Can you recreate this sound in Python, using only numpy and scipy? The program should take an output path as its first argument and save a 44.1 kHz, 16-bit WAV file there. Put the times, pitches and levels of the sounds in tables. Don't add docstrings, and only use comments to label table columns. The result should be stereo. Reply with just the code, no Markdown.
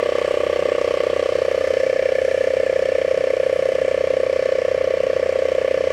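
import sys
import numpy as np
from scipy import signal
from scipy.fft import rfft, irfft
from scipy.io import wavfile
from scipy.ndimage import uniform_filter1d

SR = 44100
rng = np.random.default_rng(int(sys.argv[2]) if len(sys.argv) > 2 else 0)


def inscribe(sig):
    pcm = np.round(np.clip(np.atleast_2d(sig).T, -1, 1) * 32767)
    wavfile.write(sys.argv[1], SR, pcm.astype(np.int16))


def how_loud(loudness_db):
    steps = np.asarray(loudness_db, float) / 20
    return 10 ** steps


N = 261072
TIME = np.arange(N) / SR
FREQ = np.fft.rfftfreq(N, 1 / SR) + 1e-3
BEFORE = 512


def level(x, db):
    return x * how_loud(db) / np.sqrt(np.mean(x ** 2))


def along(table, hz=FREQ):
    f, value = np.transpose(table)
    return np.interp(np.log(hz), np.log(f + 0.00045), value)


def walk(rate):
    hold = int(SR / rate)
    steps = np.repeat(rng.standard_normal(N // hold + 1), hold)
    return 0.67 * uniform_filter1d(uniform_filter1d(steps, hold), hold)[:N]


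def gulp(turns, at, sharp):
    return np.exp(sharp * (np.cos(2 * np.pi * (turns - at)) - 1))


def crank():
    # t/s, turns per s
    speed = [
        (0.0, 32.017),
        (0.33, 31.911),
        (1.04, 31.408),
        (2.21, 31.27),
        (2.79, 31.319),
        (3.31, 31.2),
        (3.96, 31.229),
        (5.29, 31.071),
        (5.92, 31.072),
    ]
    return np.cumsum(np.interp(TIME, *np.transpose(speed))) / SR


def valve(turns, lead, jitter_s, scatter_db, at, sharp, steady, blown_db):
    turns = np.r_[turns[0] * np.arange(1 - BEFORE, 1), turns]
    stroke = np.arange(int(turns[-1]) + 1)
    late, harder = rng.standard_normal((len(stroke), 2)).T
    place = np.interp(stroke - lead, turns, np.arange(len(turns))) + SR * jitter_s * late
    size = how_loud(scatter_db * harder)
    i = place.astype(int)
    snaps = np.zeros(len(turns))
    snaps[i] = size * (1 - place + i)
    snaps[i + 1] = size * (place - i)
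    blown = rng.standard_normal(len(turns)) * (steady + gulp(turns, at, sharp))
    return level(blown, blown_db) - level(snaps, 0)


def struck(x, table, size=8192):
    cep = irfft(np.log(how_loud(along(table, np.fft.rfftfreq(size, 1 / SR) + 1e-3))))
    cep[1:size // 2] *= 2
    cep[size // 2 + 1:] = 0
    response = irfft(np.exp(rfft(cep)))
    return signal.fftconvolve(x, response)[BEFORE:BEFORE + N]


def case(turns, top):
    # f/Hz, level/dB
    case_top = [(222, -32), (317, -17), (380, -6.5), (444, -8), (475, 1.5), (507, -3), (539, -9),
                (571, 0.5), (602, -2), (634, -13.5), (666, -22), (729, -18.5), (824, -42), (1200, -43.5)]
    # f/Hz, level/dB
    case_side = [(218, -40), (312, -33), (374, -20.5), (437, -12), (468, -6), (499, -3), (530, 1),
                 (562, -4.5), (624, -8.5), (655, -13.5), (687, -36.5), (718, -25.5), (811, -52.5),
                 (1200, -53.5)]
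    # level/dB under the case, phase/radians
    gear_tones = [
        (-16, .25),
        (-27, -2.2),
        (-28, -2.6),
        (-30, 1.6),
        (-32, -.2),
    ]
    gear_teeth = (181, 150, 163, 185, 180)
    pinion = 11
    drive = valve(turns, lead=.134, jitter_s=.00002, scatter_db=.2, at=.15, sharp=2.1, steady=.5, blown_db=-15.5)
    from_top = top * level(struck(drive, case_top), 0)
    from_side = (1 - top) * level(struck(drive, case_side), 0)
    load = gulp(turns, at=-.05, sharp=1.07) * (1 - .5 * top)
    hum = np.zeros(N)
    for teeth, (db, phase) in zip(gear_teeth, gear_tones):
        hum += how_loud(db + 0.32 * walk(4.56)) * np.cos(2 * np.pi * turns * teeth / pinion + phase)
    return from_top + from_side + 3.1 * load * hum


def ring(x, hz, width_hz):
    b, a = signal.iirpeak(hz, hz / width_hz, SR)
    return signal.lfilter(b, a, signal.lfilter(b, a, x))


def reed(turns, lead, hz, width_hz, rough_db):
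    drive = valve(turns, lead, jitter_s=.00005, scatter_db=-0.8, at=.05 - lead, sharp=1.7,
                  steady=0.34, blown_db=rough_db)
    return level(ring(drive, hz, width_hz)[BEFORE:], 0)


def metal_parts(turns, heard_db, edge):
    # level/dB by the wheel, more/dB above the lid, more/dB facing the valve end
    lid_db = (-49.5, 25.5, -5)
    lid_wheel_db = (-45, -7.5, -9.5)
    reed_db = (-44.5, -.5, 7.5)
    panel_db = (-42, -.3, 5)
    seat_db = (-42.5, -22, 3)
    parts = how_loud(heard_db(lid_db)) * reed(turns, lead=0.1006, hz=1145, width_hz=106, rough_db=-17.0)
    parts += how_loud(heard_db(lid_wheel_db)) * reed(turns, lead=0.0999, hz=1121, width_hz=64, rough_db=-12.5)
    parts += how_loud(heard_db(reed_db)) * reed(turns, lead=.05, hz=1745, width_hz=85, rough_db=-4)
    parts += how_loud(heard_db(panel_db)) * reed(turns, lead=0.078, hz=629, width_hz=130, rough_db=6)
    parts += how_loud(-46) * edge * reed(turns, lead=0.099, hz=1200, width_hz=76, rough_db=-4)
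    parts += how_loud(heard_db(seat_db)) * reed(turns, lead=0.11, hz=2289, width_hz=210, rough_db=3.0)
    return parts


def air(turns, tilt_db, top):
    # f/Hz, level/dB per Hz
    rush = [(440, -23), (750, -9), (1000, -10), (1110, -7.5), (1490, -7), (1740, -3.5), (2300, -5),
            (2580, -8), (3120, -11.5), (3680, -17), (5590, -17.5), (10800, -32.5), (15700, -49)]
    # f/Hz, width/Hz, level/dB
    hose = [(2057, 115, 4.5), (2746, 15.5, 10), (3020, 113, 6), (3210, 100, 3), (3680, 170, -1.5),
            (4320, 92, -7.5), (4410, 260, 6), (4550, 81, -0.5), (5440, 110, 7), (8260, 720, 1.5),
            (10800, 180, 3)]
    # f/Hz, level/dB
    above_lid = [(800, 10.5), (1000, 5.5), (1400, -4), (2000, -0.5), (2600, 3.5), (3200, 4.5), (4000, 1.5),
                 (5500, 0.5), (7000, -1), (9000, 6.5), (11500, -15), (12500, 3.5), (15000, 6)]
    peaks_db = sum(db / (1 + (2 * (FREQ - f) / w) ** 2) for f, w, db in hose)
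    colour = how_loud(along(rush) + peaks_db)
    stroke = np.floor(turns + .3).astype(int)
    draw = 0.6 + (0.2 + 0.45 * top) * gulp(turns, at=0.23, sharp=3.7)
    mid = rfft(rng.standard_normal(N)) * colour
    side = rfft(rng.standard_normal(N)) * colour
    norm = np.sqrt(np.mean(irfft(mid * ((FREQ > 1900) & (FREQ < 3300)), N) ** 2))
    blow = rng.standard_normal(stroke.max() + 2)[stroke]
    out = np.zeros((2, N))
    for octave in np.arange(-5, 10) / 3:
        band = np.clip(1 - 3 * np.abs(np.log2(FREQ / 2000) - octave), 0, 1)
        high = np.clip(octave / 0.93, 0, 2)
        own = np.tanh(rng.standard_normal(stroke.max() + 2)[stroke])
        puff = gulp(turns, at=-0.09 + 0.016 * high, sharp=6.5)
        size = 0.44 + 0.041 * octave + 0.35 * max(octave - 2.2, 0)
        size = size * how_loud(1.9 * blow + 2.7 * high * own)
        drift_db = (0.2 + 1.03 * high) * walk(6.3) + tilt_db * high
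        drift_db += top * along(above_lid, 2000 * 2 ** octave)
        hiss = np.array([irfft(mid * band, N), irfft(side * band, N)])
        out += (draw + size * puff) * how_loud(drift_db) * hiss
    return out / norm / 0.8


def car():
    # f/Hz, level/dB rms
    firing = [
        (81.3, -46.5),
        (121.9, -58),
        (162.6, -55.5),
        (283.6, -47.5),
    ]
    rumble_colour = how_loud(along([(15, -22), (30, -16), (60, -15.5), (120, -11.5), (170, -13), (250, -12.5),
                               (330, -11), (450, -4), (800, -54)]))
    beat = np.cumsum(1 + 0.0058 * walk(3.027)) / SR
    out = np.zeros((2, N))
    for side in range(2):
        out[side] = level(irfft(rfft(rng.standard_normal(N)) * rumble_colour, N), -40.5)
    for hz, db in firing:
        out[0] += how_loud(db + 3.2 * walk(8)) * np.sqrt(2) * np.sin(2 * np.pi * hz * beat)
    return out


def two_microphones(solid, same, other):
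    # f/Hz, level/dB
    balance_db = [(110, 0.5), (380, -1), (560, -1.2), (650, -4), (1150, -4.5), (1750, -4), (2400, -3),
                  (4400, -2.5), (8100, 0.5)]
    # f/Hz, share 0-1
    unrelated = [(25, .12), (60, .025), (150, 0.027), (600, 0.055), (1200, 0.42), (3000, 0.36),
                 (8000, 0.51), (12000, 0.98)]
    # f/Hz, phase/radians
    left_lead = [(100, 0.), (400, -.35), (700, -.45), (1100, -.1), (2400, .2), (3000, -.7), (4400, .3),
                 (5800, -.5), (8700, -.7), (11500, -1.3)]
    share = np.clip(along(unrelated), 0, 1)
    tilt = how_loud(along(balance_db) / 2) * np.exp(.5j * along(left_lead))
    dull = 1 / (1 + (FREQ / 3500) ** 4) / (1 + (150 / FREQ) ** 4)
    common = dull * rfft(solid) + np.sqrt(1 - share / 2) * rfft(same)
    apart = np.sqrt(share / 2) * rfft(other)
    return np.array([irfft((common + apart) * tilt, N), irfft((common - apart) / tilt, N)])


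def scene():
    # t/s, share above the lid 0-1, share facing the valve end 0-1
    phone = [
        (0.0, 0.5, 0.02),
        (1.15, 0.45, 0.),
        (1.5, 0.25, 0.2),
        (1.8, 0.01, 0.75),
        (2.2, 0., 1.),
        (2.65, 0., 0.83),
        (3.05, 0.02, 0.47),
        (4.3, 0.04, 0.02),
        (5.92, 0.12, 0.2),
    ]
    # level/dB by the wheel, more/dB above the lid, more/dB facing the valve end
    case_db = (-18.5, -0.05, 0.16)
    air_db = (-38, 5, 0.85)
    treble_db = (0, -1, 0.55)
    turns = crank()
    t, above, toward = np.transpose(phone)
    top = np.clip(np.interp(TIME, t, above), 0, 1)
    facing = np.clip(np.interp(TIME, t, toward), 0, 1)

    def heard_db(part):
        return part[0] + part[1] * top + part[2] * facing

    edge = np.exp(-((TIME - 1.6) / 0.27) ** 2)
    solid = how_loud(heard_db(case_db)) * case(turns, top) + metal_parts(turns, heard_db, edge)
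    hiss = how_loud(heard_db(air_db)) * air(turns, heard_db(treble_db) + 1 * edge, top)
    same, other = hiss + car()
    return two_microphones(solid, same, other)


def low_pass(x):
    return signal.sosfilt(signal.butter(12, 15820, fs=SR, output="sos"), x)


def record(dry):
    return low_pass(dry)


dry = scene()
out = record(dry)
inscribe(out)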